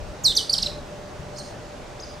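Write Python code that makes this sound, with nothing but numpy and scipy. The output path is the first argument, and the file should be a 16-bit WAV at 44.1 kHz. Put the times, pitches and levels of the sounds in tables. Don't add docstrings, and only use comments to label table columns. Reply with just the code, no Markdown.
import sys
import numpy as np
from scipy import signal
from scipy.fft import rfft, irfft, next_fast_len
from scipy.io import wavfile
from scipy.ndimage import uniform_filter1d

SR = 44100
rng = np.random.default_rng(int(sys.argv[2]) if len(sys.argv) > 2 else 0)


def put_to_file(sound):
    columns = np.atleast_2d(sound).T
    safe = np.clip(columns, -1, 1)
    whole_steps = np.round(safe * 32767)
    wavfile.write(sys.argv[1], SR, whole_steps.astype(np.int16))


N = 97020


def amp(db):
    return 10 ** (np.asarray(db) / 20)


def unit(x):
    return x / np.sqrt(np.mean(x ** 2) + 1e-20)


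def along(points, hz):
    f, value = np.transpose(points)
    return np.interp(np.log(hz + 1), np.log(f + 1), value)


def filtered(x, response):
    padded = next_fast_len(N + SR // 2)
    return irfft(rfft(x, padded) * response(np.fft.rfftfreq(padded, 1 / SR)), padded)[..., :N]


def panned(db):
    return amp(np.array([db / 2, -db / 2]))


def correlated(pair, likeness, gain):
    def response(hz):
        half_angle = np.arccos(along(likeness, hz)) / 2
        return gain(hz) * np.array([np.cos(half_angle), np.sin(half_angle)])

    mid, side = filtered(pair, response)
    return np.array([mid + side, mid - side])


def rush(spectrum, patchy_db, band=lambda hz: 1):
    # f/Hz, likeness/1
    likeness = [(30, .62), (60, .72), (130, .95), (290, .85), (640, .55), (1400, .57), (3000, .5),
                (7000, .5), (15000, .85)]
    # f/Hz, level difference/dB
    balance = [(30, 2), (110, 1), (380, .6), (700, -1.2), (1300, -.9), (4400, -1.2), (8100, -1),
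               (15000, .1)]
    cells = signal.stft(rng.standard_normal((2, N)), nperseg=512)[2]
    patches = uniform_filter1d(rng.standard_normal(cells.shape[1:]), 6, axis=0)
    patches = unit(uniform_filter1d(patches, 14, axis=1))
    pair = signal.istft(cells * amp(patchy_db * patches), nperseg=512)[1][:, :N]
    stereo = correlated(pair, likeness, lambda hz: band(hz) * amp(along(spectrum, hz)))
    return unit(filtered(stereo, lambda hz: panned(along(balance, hz))))


def river():
    # f/Hz, level/dB
    spectrum = [(170, -13), (260, -1), (500, 0), (750, -3.5), (1000, -6.5), (1600, -10.5), (2200, -14.5),
                (3200, -17), (5000, -19), (6300, -20.5), (8000, -26.5), (10000, -32.5), (13000, -42),
                (14700, -43), (15300, -58)]
    return amp(-41) * rush(spectrum, patchy_db=0.94)


def wind():
    # f/Hz, level/dB
    spectrum = [(10, -27), (22, -0.5), (40, -2.5), (130, -4.5), (200, -8), (260, -17.5), (330, -56)]
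    # t/s, deep rumble level/dB, upper rumble level/dB
    swells = [(0.0, -34.5, -44.5), (0.12, -38, -41.5), (0.14, -46.5, -48.5), (0.26, -40, -41),
              (0.35, -39, -49), (0.51, -47.5, -47), (0.53, -41, -42), (0.84, -40.5, -46),
              (0.86, -48.5, -42), (1.14, -45.5, -47.5), (1.19, -42.5, -41), (1.41, -46.5, -46.5),
              (2.14, -45.5, -48.5), (2.2, -49, -43)]
    split_hz = 110
    s, deep_db, upper_db = np.transpose(swells)
    t = np.arange(N) / SR
    deep = rush(spectrum, patchy_db=0.5, band=lambda hz: hz < split_hz)
    upper = rush(spectrum, patchy_db=1.5, band=lambda hz: hz >= split_hz)
    return amp(np.interp(t, s, deep_db)) * deep + amp(np.interp(t, s, upper_db)) * upper


def hum():
    # centre f/Hz, full width at half amplitude/Hz, level/dB, phase lead of left over right/rad
    bands = [(593.5, 22.5, -46.5, -0.59), (791, 66, -50.5, -1.95)]
    out = np.zeros((2, N))
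    for hz, width_hz, db, lead in bands:
        def resonance(f):
            channel_phase = np.exp(.5j * lead * np.array([[1], [-1]]))
            return channel_phase / (1 + (2 * (f - hz) / width_hz) ** 2)

        out += amp(db) * unit(filtered(rng.standard_normal(N), resonance))
    return out


def note(rows):
    # f of third partial/Hz, level/dB
    third_db = [(9000, -14), (11500, -13.5), (13500, -12), (15000, -31)]
    # f/Hz, level per Hz/dB
    wash_spectrum = [(2000, -32), (3000, -17), (6000, 6.5), (9000, -2), (11000, -3), (15500, -11)]
    attack_s, release_s = .0006, .004
    wash_db = -30
    t = np.arange(N) / SR
    s, hz, db, second_db = np.transpose(rows)
    pitch = uniform_filter1d(np.interp(t, s, hz), size=45)
    phase = 2 * np.pi * np.cumsum(pitch) / SR
    gate = np.clip(np.minimum((t - s[0]) / attack_s, (s[-1] - t) / release_s) + .5, 0, 1)
    level = amp(np.interp(t, s, db))
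    noise = unit(filtered(rng.standard_normal(N), lambda f: amp(along(wash_spectrum, f))))
    wash = level * amp(wash_db) * noise
    third_gain = amp(along(third_db, 3 * pitch)) * (3 * pitch < SR / 2)
    overtones = np.sin(2 * phase) + third_gain * np.sin(3 * phase)
    tone = level * np.sin(phase) + amp(np.interp(t, s, second_db)) * overtones
    return gate * np.sqrt(2) * tone, gate * wash


def reeds(x, reeds_db, starts_s, t60, bank_db, delay_s, spread_s):
    # f/Hz, likeness/1
    likeness = [(5500, 0.86), (8500, 0.38), (13000, .9)]
    # f/Hz, gain/dB
    colour = [(2800, -1.5), (4500, -2), (7000, 1.5), (10000, 1), (14000, -4.5)]
    builds_s = 0.0014
    t = np.arange(SR // 2) / SR
    stems = (1 - np.exp(-np.clip(t - starts_s, 0, 9) / builds_s)) * amp(-60 * t / t60)
    bank = np.exp(-((t - delay_s) / spread_s) ** 2 / 2) * (t > starts_s)
    stems *= amp(reeds_db) / np.linalg.norm(stems)
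    bank *= amp(bank_db) / np.linalg.norm(bank)
    scatter = rng.standard_normal((2, len(t))) * np.hypot(stems, bank)
    wet = signal.fftconvolve(x[None], scatter, axes=1)[:, :N]
    return correlated(wet, likeness, lambda hz: amp(along(colour, hz)))


def bird(notes, place):
    # f/Hz, left-right level difference/dB
    port_balance = [(5500, -1), (8500, 2.5)]
    echo_wash_db = 11.5
    pan_db, reeds_db, echo_pan_db, *echo_times = place
    voices = [note(rows) for rows in notes]
    straight = sum(tone + wash for tone, wash in voices)
    wet = sum(reeds(tone + amp(echo_wash_db) * wash, reeds_db, *echo_times) for tone, wash in voices)
    heard = panned(pan_db)[:, None] * straight + panned(echo_pan_db)[:, None] * wet
    return filtered(heard, lambda hz: panned(along(port_balance, hz)))


def near_bird():
    # t/s, f/Hz, level/dB, level of second partial/dB
    whistles = [
        [(0.236, 7370, -37, -72), (0.24, 7090, -32.5, -43), (0.245, 5920, -22.5, -42), (0.25, 5220, -19, -38),
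         (0.2555, 4470, -14, -35.5), (0.265, 4170, -13, -26), (0.277, 3890, -19, -34), (0.282, 3780, -16, -38),
         (0.295, 3505, -29.5, -51), (0.31, 3600, -24, -50), (0.318, 3460, -33, -62), (0.326, 2970, -31, -60)],
        [(0.364, 6490, -24.5, -53), (0.368, 5775, -17.5, -33), (0.371, 4960, -16.5, -38),
         (0.374, 4620, -11.5, -26), (0.378, 4100, -18, -29), (0.385, 3540, -22.5, -43),
         (0.394, 3086, -29.5, -49), (0.403, 3005, -37, -51), (0.412, 2996, -29, -59)],
    ]
    chatter = [
        [(0.351, 5700, -37, -56), (0.354, 5850, -24, -43), (0.358, 6430, -31, -45)],
        [(0.359, 7490, -32, -80), (0.364, 7090, -33, -63)],
        [(0.4935, 3580, -34, -72), (0.496, 4410, -22, -37), (0.499, 4830, -15, -37), (0.502, 4670, -19, -41),
         (0.506, 4370, -24, -38), (0.511, 4380, -30, -40)],
        [(0.525, 7410, -44, -60), (0.529, 7060, -29, -50)],
        [(0.529, 5850, -28, -55), (0.532, 5700, -18, -41), (0.536, 5020, -16, -45), (0.54, 4400, -14.5, -29),
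         (0.543, 3810, -23, -31.5), (0.546, 3280, -33, -45), (0.555, 3060, -33, -67)],
        [(0.579, 5430, -32, -67), (0.582, 5120, -20, -48), (0.584, 4500, -19, -38), (0.588, 3890, -24, -34),
         (0.591, 3120, -33.5, -47), (0.595, 2570, -42, -73)],
        [(0.621, 6510, -38, -63), (0.624, 5920, -30.5, -64), (0.628, 5250, -18, -40), (0.63, 4740, -19, -47),
         (0.634, 3860, -20.5, -32), (0.638, 2930, -41, -57), (0.643, 2660, -36, -72)],
        [(0.6605, 3780, -44, -47), (0.662, 3930, -20.5, -47), (0.666, 4210, -24, -49),
         (0.67, 3780, -22.5, -38.5), (0.672, 3180, -38.5, -51), (0.676, 2580, -32.5, -66)],
    ]
    # left-right/dB, reeds/dB, left-right of echoes/dB, reeds start/s, reeds t60/s,
    # far bank/dB, bank delay/s, bank spread (standard deviation)/s
    place = (-2.5, -5.5, -1.5, .007, 0.28, -19, .06, 0.07)
    return bird(list(whistles) + list(chatter), place)


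def right_bird():
    notes = [
        [(1.346, 4160, -60, -72), (1.354, 4170, -56, -64), (1.361, 4220, -49, -57), (1.367, 5400, -41, -72)],
        [(1.369, 4290, -46, -59), (1.374, 6490, -44.5, -82), (1.379, 7470, -49, -80), (1.383, 6260, -40, -83),
         (1.386, 4620, -35.5, -50), (1.39, 4220, -42, -44), (1.397, 4410, -58, -68), (1.402, 4130, -37, -59),
         (1.406, 4180, -49, -57)],
    ]
    place = (-4, 1.5, -2.5, .002, .1, -.6, .075, .04)
    return bird(notes, place)


def left_bird():
    notes = [
        [(1.993, 3450, -47, -80), (1.997, 3810, -55, -67), (2.001, 5060, -36.5, -71), (2.005, 5830, -45, -80),
         (2.011, 6570, -43.5, -74), (2.017, 6570, -50, -80), (2.021, 6050, -54, -78), (2.025, 4880, -36, -78),
         (2.029, 4890, -52, -70), (2.036, 5030, -35.5, -78), (2.043, 4790, -43, -69), (2.048, 4530, -46, -63),
         (2.055, 3100, -62, -83)],
    ]
    place = (3.5, -16, .3, .01, .1, -2.5, .07, .036)
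    return bird(notes, place)


def scene():
    return river() + wind() + hum() + near_bird() + right_bird() + left_bird()


def record(dry):
    top_hz = 15700
    return filtered(dry, lambda hz: hz < top_hz)


dry = scene()
out = record(dry)
put_to_file(out)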